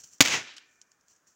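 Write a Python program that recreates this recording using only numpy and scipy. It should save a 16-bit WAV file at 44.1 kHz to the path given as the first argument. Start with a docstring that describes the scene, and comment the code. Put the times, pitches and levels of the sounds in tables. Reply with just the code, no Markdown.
"""In very quiet winter air, a plastic toy cap pistol ticks and rubs in the hand.
At 0.2 s it fires once over snow, an arm's length from the microphone: gas bursts from the muzzle,
the barrel rings and the crack overloads the recorder. The sound snaps back from nearby surfaces,
then rolls away among farther ones. As it fades there is a faint tick like grit landing,
the released trigger scrapes and clicks home, and the plastic ticks and rubs again."""
import sys
import numpy as np
from scipy import signal
from scipy.fft import rfft, irfft
from scipy.io import wavfile
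from scipy.ndimage import uniform_filter1d

SR = 44100
rng = np.random.default_rng(int(sys.argv[2]) if len(sys.argv) > 2 else 0)


def int16_out(signal):
    """Quantize to a 16-bit WAV file."""
    q = np.round(np.clip(np.atleast_2d(signal).T, -1, 1) * 32767)
    wavfile.write(sys.argv[1], SR, q.astype(np.int16))


N = 59535
TIME = np.arange(N) / SR
HZ = np.maximum(np.arange(N // 2 + 1) * SR / N, 1)
SHOT_S = .2058


def blast():
    """A pressure front leaves the muzzle, gas follows it, and the barrel rings."""
    # tone of the gas (frequency [Hz], relative level [dB])
    gas_tone = [(40, -13), (150, -4.5), (570, -8.5), (1500, -6), (2300, -2), (3300, -2.5), (5400, -6.5),
                (6700, -4), (7600, -8.5), (8300, -19), (12800, -30), (15000, -19)]
    # the puff of air that thumps the microphone (pitch [Hz], level [dB], fade time [s])
    puff = [(112, -17.5, .06)]
    # ringing of barrel and shell (pitch [Hz], level [dB], fade time [s])
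    barrel = [(279, -9, .04), (700, -22, .03), (1102, -17, .045), (1592, -16.5, 0.03), (1760, -17, 0.038),
              (2010, -16.5, .04), (2265, -13, .04), (2615, -14.5, .04), (3217, -12.5, 0.023),
              (4060, -17, 0.032), (4485, -17, 0.047), (5120, -18, 0.021), (5900, -18.5, .035),
              (6787, -16.5, .05)]
    front_s, age = .0005, TIME - SHOT_S
    front = (age >= 0) * (age < front_s) * (1 - 2 * age / front_s)   # a push, then a pull: an N shape
    gas = noise(gas_tone) * decay(SHOT_S, fade_s=.028, hold_s=.0062)
    return from_db(-2.5) * front + from_db(-8.5) * gas + gas_jet() + ring(puff) - ring(barrel)


def gas_jet():
    """The jet of gas leaves as a low bark, then a thin screech."""
    # bursts of the jet (start [s], level [dB], pitch [Hz], width [Hz], hold [s], fade time [s])
    bursts = [(0.207, -7.5, 2784, 1497, .002, .006), (.2112, -12, 6607, 450, .002, .018)]
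    jet = np.zeros(N)
    for start, db, hz, width, hold_s, fade_s in bursts:
        hiss = rms_one(resonate_twice(rng.standard_normal(N), hz, width))
        jet += from_db(db) * hiss * decay(start, fade_s, hold_s)
    return jet


def ring(tones):
    """The shot sets off pure tones that die away; every other one starts upside down."""
    age = TIME - SHOT_S
    return sum((-1) ** k * from_db(db) * np.sin(2 * np.pi * hz * age) * decay(SHOT_S, fade_s)
               for k, (hz, db, fade_s) in enumerate(tones))


def echoes():
    """Sharp slaps and swells of scattered echoes, duller the farther they travel through the air."""
    # single echoes from nearby surfaces (time [s], level [dB])
    near_echoes = [(0.2192, -15), (0.222, -19.5), (0.2234, -9), (0.2299, -21), (0.2385, -26), (0.251, -20),
                   (0.2525, -20), (0.2596, -13), (.2748, -17), (.283, -14.5)]
    # their tone (frequency [Hz], relative level [dB])
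    slap_tone = [(40, -31.5), (200, -12), (900, -11.5), (2400, -1), (4200, -3.5), (6500, 0.5), (7600, -6),
                 (8400, -17.5), (12000, -27), (15200, -15)]
    # groups of echoes from farther off (peak time [s], level [dB], rise [s], fade time [s])
    groups = [(.257, -24.5, .008, 0.11), (.303, -27.5, .04, 0.39), (.345, -22, 0.027, 0.26)]
    # their tone (frequency [Hz], relative level [dB])
    scatter_tone = [(35, -35.5), (90, -11.5), (280, -9), (400, -10), (900, -10), (1500, -5.5), (2400, 0.5),
                    (4200, -8), (6600, -2), (7600, -11), (8400, -18), (12000, -31.5), (15200, -22.5)]
    slaps = noise(slap_tone) * sum(from_db(db) * decay(start, fade_s=.01) for start, db in near_echoes)
    scatter = noise(scatter_tone, grain_db=3) * swells(groups) * (TIME > SHOT_S)
    air_loss_db = 43 * np.maximum(TIME - SHOT_S, 0)   # at 8 kHz; higher sounds lose more
    return sum(band * from_db(-air_loss_db * hz / 8000) for hz, band in bands(slaps + scatter))


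def dying_roll():
    """Echoes blur into a roll that lasts longest in the middle range, where a few pitches linger."""
    # tone of the roll (frequency [Hz], relative level [dB])
    roll_tone = [(40, -28), (100, -7), (300, -2), (450, -9), (800, -4.5), (1700, -1.5), (2700, 0.5),
                 (4500, -3.5), (7000, -6), (9000, -20), (15000, -32)]
    # how long it lasts (frequency [Hz], fade time [s])
    fades = [(80, .4), (160, .42), (300, 0.8), (900, 0.53), (1900, .75), (4000, .58), (7000, .55),
             (14000, .42)]
    # lingering pitches (pitch [Hz], width [Hz], relative level [dB])
    pitches = [(1490, 80, -2.5), (1786, 110, 0), (2380, 180, 0)]
    roll = sum(band * decay(SHOT_S, at_hz(fades, hz)) for hz, band in bands(noise(roll_tone)))
    hiss = rng.standard_normal(N)
    linger = rms_one(sum(from_db(db) * resonate_twice(hiss, hz, width) for hz, width, db in pitches))
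    return from_db(-30) * roll + from_db(-47.5) * linger * decay(SHOT_S, fade_s=1.3)


def far_echo():
    """A distant wash of sound returns about a third of a second after the shot."""
    # the farthest echoes (peak time [s], level [dB], rise [s], fade time [s])
    groups = [(.492, -47, 0.031, 0.39), (.62, -62, 0.037, .3)]
    # their tone, with little bass or treble (frequency [Hz], relative level [dB])
    tone = [(100, -30), (900, -10), (1600, -2.5), (3000, 0.5), (5400, -6.5), (7400, -13), (9200, -47)]
    return noise(tone) * swells(groups)


def grit_and_trigger():
    """A faint tick like grit landing, then the trigger's scrape and click."""
    # faint tick, trigger scrape, trigger click (peak time [s], level [dB], rise [s], fade time [s])
    events = [(.539, -57, .002, .03), (.5685, -46, .0025, .08), (.5822, -40, .0005, .012)]
    # their tone (frequency [Hz], relative level [dB])
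    tone = [(100, -30), (700, -18), (1200, -8), (2300, -9), (2950, 0), (3800, -8), (5500, 0), (7500, -10),
            (9000, -19), (14000, -36)]
    return noise(tone) * swells(events)


def ticks():
    """Trigger and shell tick in the hand; a softer contact has less treble."""
    # contacts (time [s], relative level [dB], fade time [s], treble limit [Hz])
    contacts = [(.0362, -41, 0.02, 6100), (.1142, -52, .02, 15800), (.1342, -40, .009, 13000),
                (.183, -47, .02, 15800), (.815, -34, 0.014, 9000), (0.822, -50, .035, 9000),
                (.9175, -37, 0.0083, 6500), (1.01, -54, 0.017, 15200), (1.083, -49, 0.016, 16000),
                (1.162, -52, .03, 7000), (1.27, -56, 0.013, 7010)]
    ringing = plastic(rng.standard_normal(N))
    sound = np.zeros(N)
    for start, db, fade_s, top_hz in contacts:
        soften = signal.butter(2, top_hz, fs=SR, output="sos")
        sound += signal.sosfilt(soften, ringing * from_db(db) * decay(start, fade_s) + 1e-18)
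    return sound / 2


def rubbing():
    """Skin sticks and slips on the plastic grip, so the rubbing flickers."""
    # rubs of the hand (peak time [s], level [dB], rise [s], fade time [s])
    rubs = [(.003, -50, .01, .17), (.042, -47, .005, 0.089), (.072, -57, .012, .3), (.137, -55, .015, .2),
            (.72, -71, 0.054, 0.93), (.92, -68, 0.0055, .12), (1.112, -62.5, 0.02, 0.32),
            (1.277, -63, 0.0059, 0.37)]
    # dull tone of skin and sleeve (frequency [Hz], relative level [dB])
    skin_tone = [(30, -16), (70, -1), (130, 2), (300, -2), (700, -7), (2000, -5), (3500, -9), (6000, -22),
                 (12000, -40)]
    flicker_db, flicker_s = 1.2, .005
    flicker = rms_one(uniform_filter1d(rng.standard_normal(N), int(flicker_s * SR)))
    slips = rng.standard_normal(N) * from_db(flicker_db * flicker)
    return (plastic(slips) + from_db(-15) * noise(skin_tone)) * swells(rubs)


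def plastic(force):
    """Bright ringing of the plastic when it is tapped or rubbed, as coloured by the microphone."""
    # peaks in the tone of plastic and microphone (pitch [Hz], width [Hz], relative level [dB])
    peaks = [(2900, 700, -17), (4330, 450, -13), (5800, 450, 0), (6630, 400, 0), (7350, 350, -1),
             (15280, 900, -14)]
    ringing = sum((-1) ** k * from_db(db) * resonate(force, hz, width)
                  for k, (hz, width, db) in enumerate(peaks))
    microphone_dip = (from_db(-10) - 1) * resonate(ringing, hz=13000, width=6500)
    return rms_one(ringing + microphone_dip)


def winter_air():
    """Still air makes a faint, steady hush."""
    # tone of the hush (frequency [Hz], relative level [dB])
    tone = [(30, -20.5), (75, -4.5), (300, -2), (600, -5), (1100, -4), (1600, 0.5), (2200, -11.5),
            (4200, -17), (6500, -6), (8500, -20), (13000, -26), (15500, -18.5)]
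    return from_db(-73) * noise(tone)


def from_db(db):
    """Turn decibels into a multiplier."""
    return 10 ** (np.asarray(db) / 20)


def rms_one(x):
    """Scale a sound so that its average strength (rms) is one."""
    return x / np.sqrt(np.mean(x ** 2) + 1e-20)


def at_hz(points, hz):
    """Read between the rows of a table, with octaves evenly spaced."""
    frequencies, values = np.transpose(points)
    return np.interp(np.log(hz), np.log(frequencies), values)


def noise(tone, grain_db=0):
    """Noise of strength one with the given tone; more grain makes it rougher."""
    hiss = rng.standard_normal(N) * from_db(grain_db * rng.standard_normal(N))
    return rms_one(irfft(rfft(hiss) * from_db(at_hz(tone, HZ)), N))


def decay(start, fade_s, hold_s=0):
    """Start suddenly, hold, then fade. The fade time is how long a drop of 60 dB takes."""
    return (TIME >= start) * np.exp(-np.log(1000) * np.maximum(TIME - start - hold_s, 0) / fade_s)


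def swells(rows):
    """Loudness curve of overlapping swells, each rising smoothly to a peak and fading."""
    power = np.zeros(N)
    for peak_s, db, rise_s, fade_s in rows:
        rise = np.exp(-.5 * ((TIME - peak_s) / rise_s) ** 2)
        power += (from_db(db) * np.where(TIME < peak_s, rise, decay(peak_s, fade_s))) ** 2
    return np.sqrt(power)


def bands(x):
    """Split a sound into overlapping half-octave slices: (centre [Hz], sound)."""
    centres, spectrum = np.geomspace(40, 16000, 18), rfft(x)
    return [(hz, irfft(spectrum * np.interp(np.log(HZ), np.log(centres), share), N))
            for hz, share in zip(centres, np.eye(len(centres)))]


def resonate(x, hz, width):
    """Keep the part of a sound near one pitch."""
    return signal.lfilter(*signal.iirpeak(hz, hz / width, fs=SR), x + 1e-18)


def resonate_twice(x, hz, width):
    """Two passes make the pitch stand out more clearly."""
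    return resonate(resonate(x, hz, width), hz, width)


def scene():
    """The shot, its echoes, the hand and the air, in one channel."""
    return (blast() + echoes() + grit_and_trigger() + far_echo() + dying_roll()
            + ticks() + rubbing() + winter_air())[None]


def record(dry):
    """The blast overloads the recorder, which squashes the peaks and cuts the highest treble."""
    ceiling, cutoff_hz = .65, 16500
    squashed = dry / (1 + (dry / ceiling) ** 4) ** .25
    return signal.sosfilt(signal.cheby2(16, 60, cutoff_hz, fs=SR, output="sos"), squashed)


dry = scene()
out = record(dry)
int16_out(out)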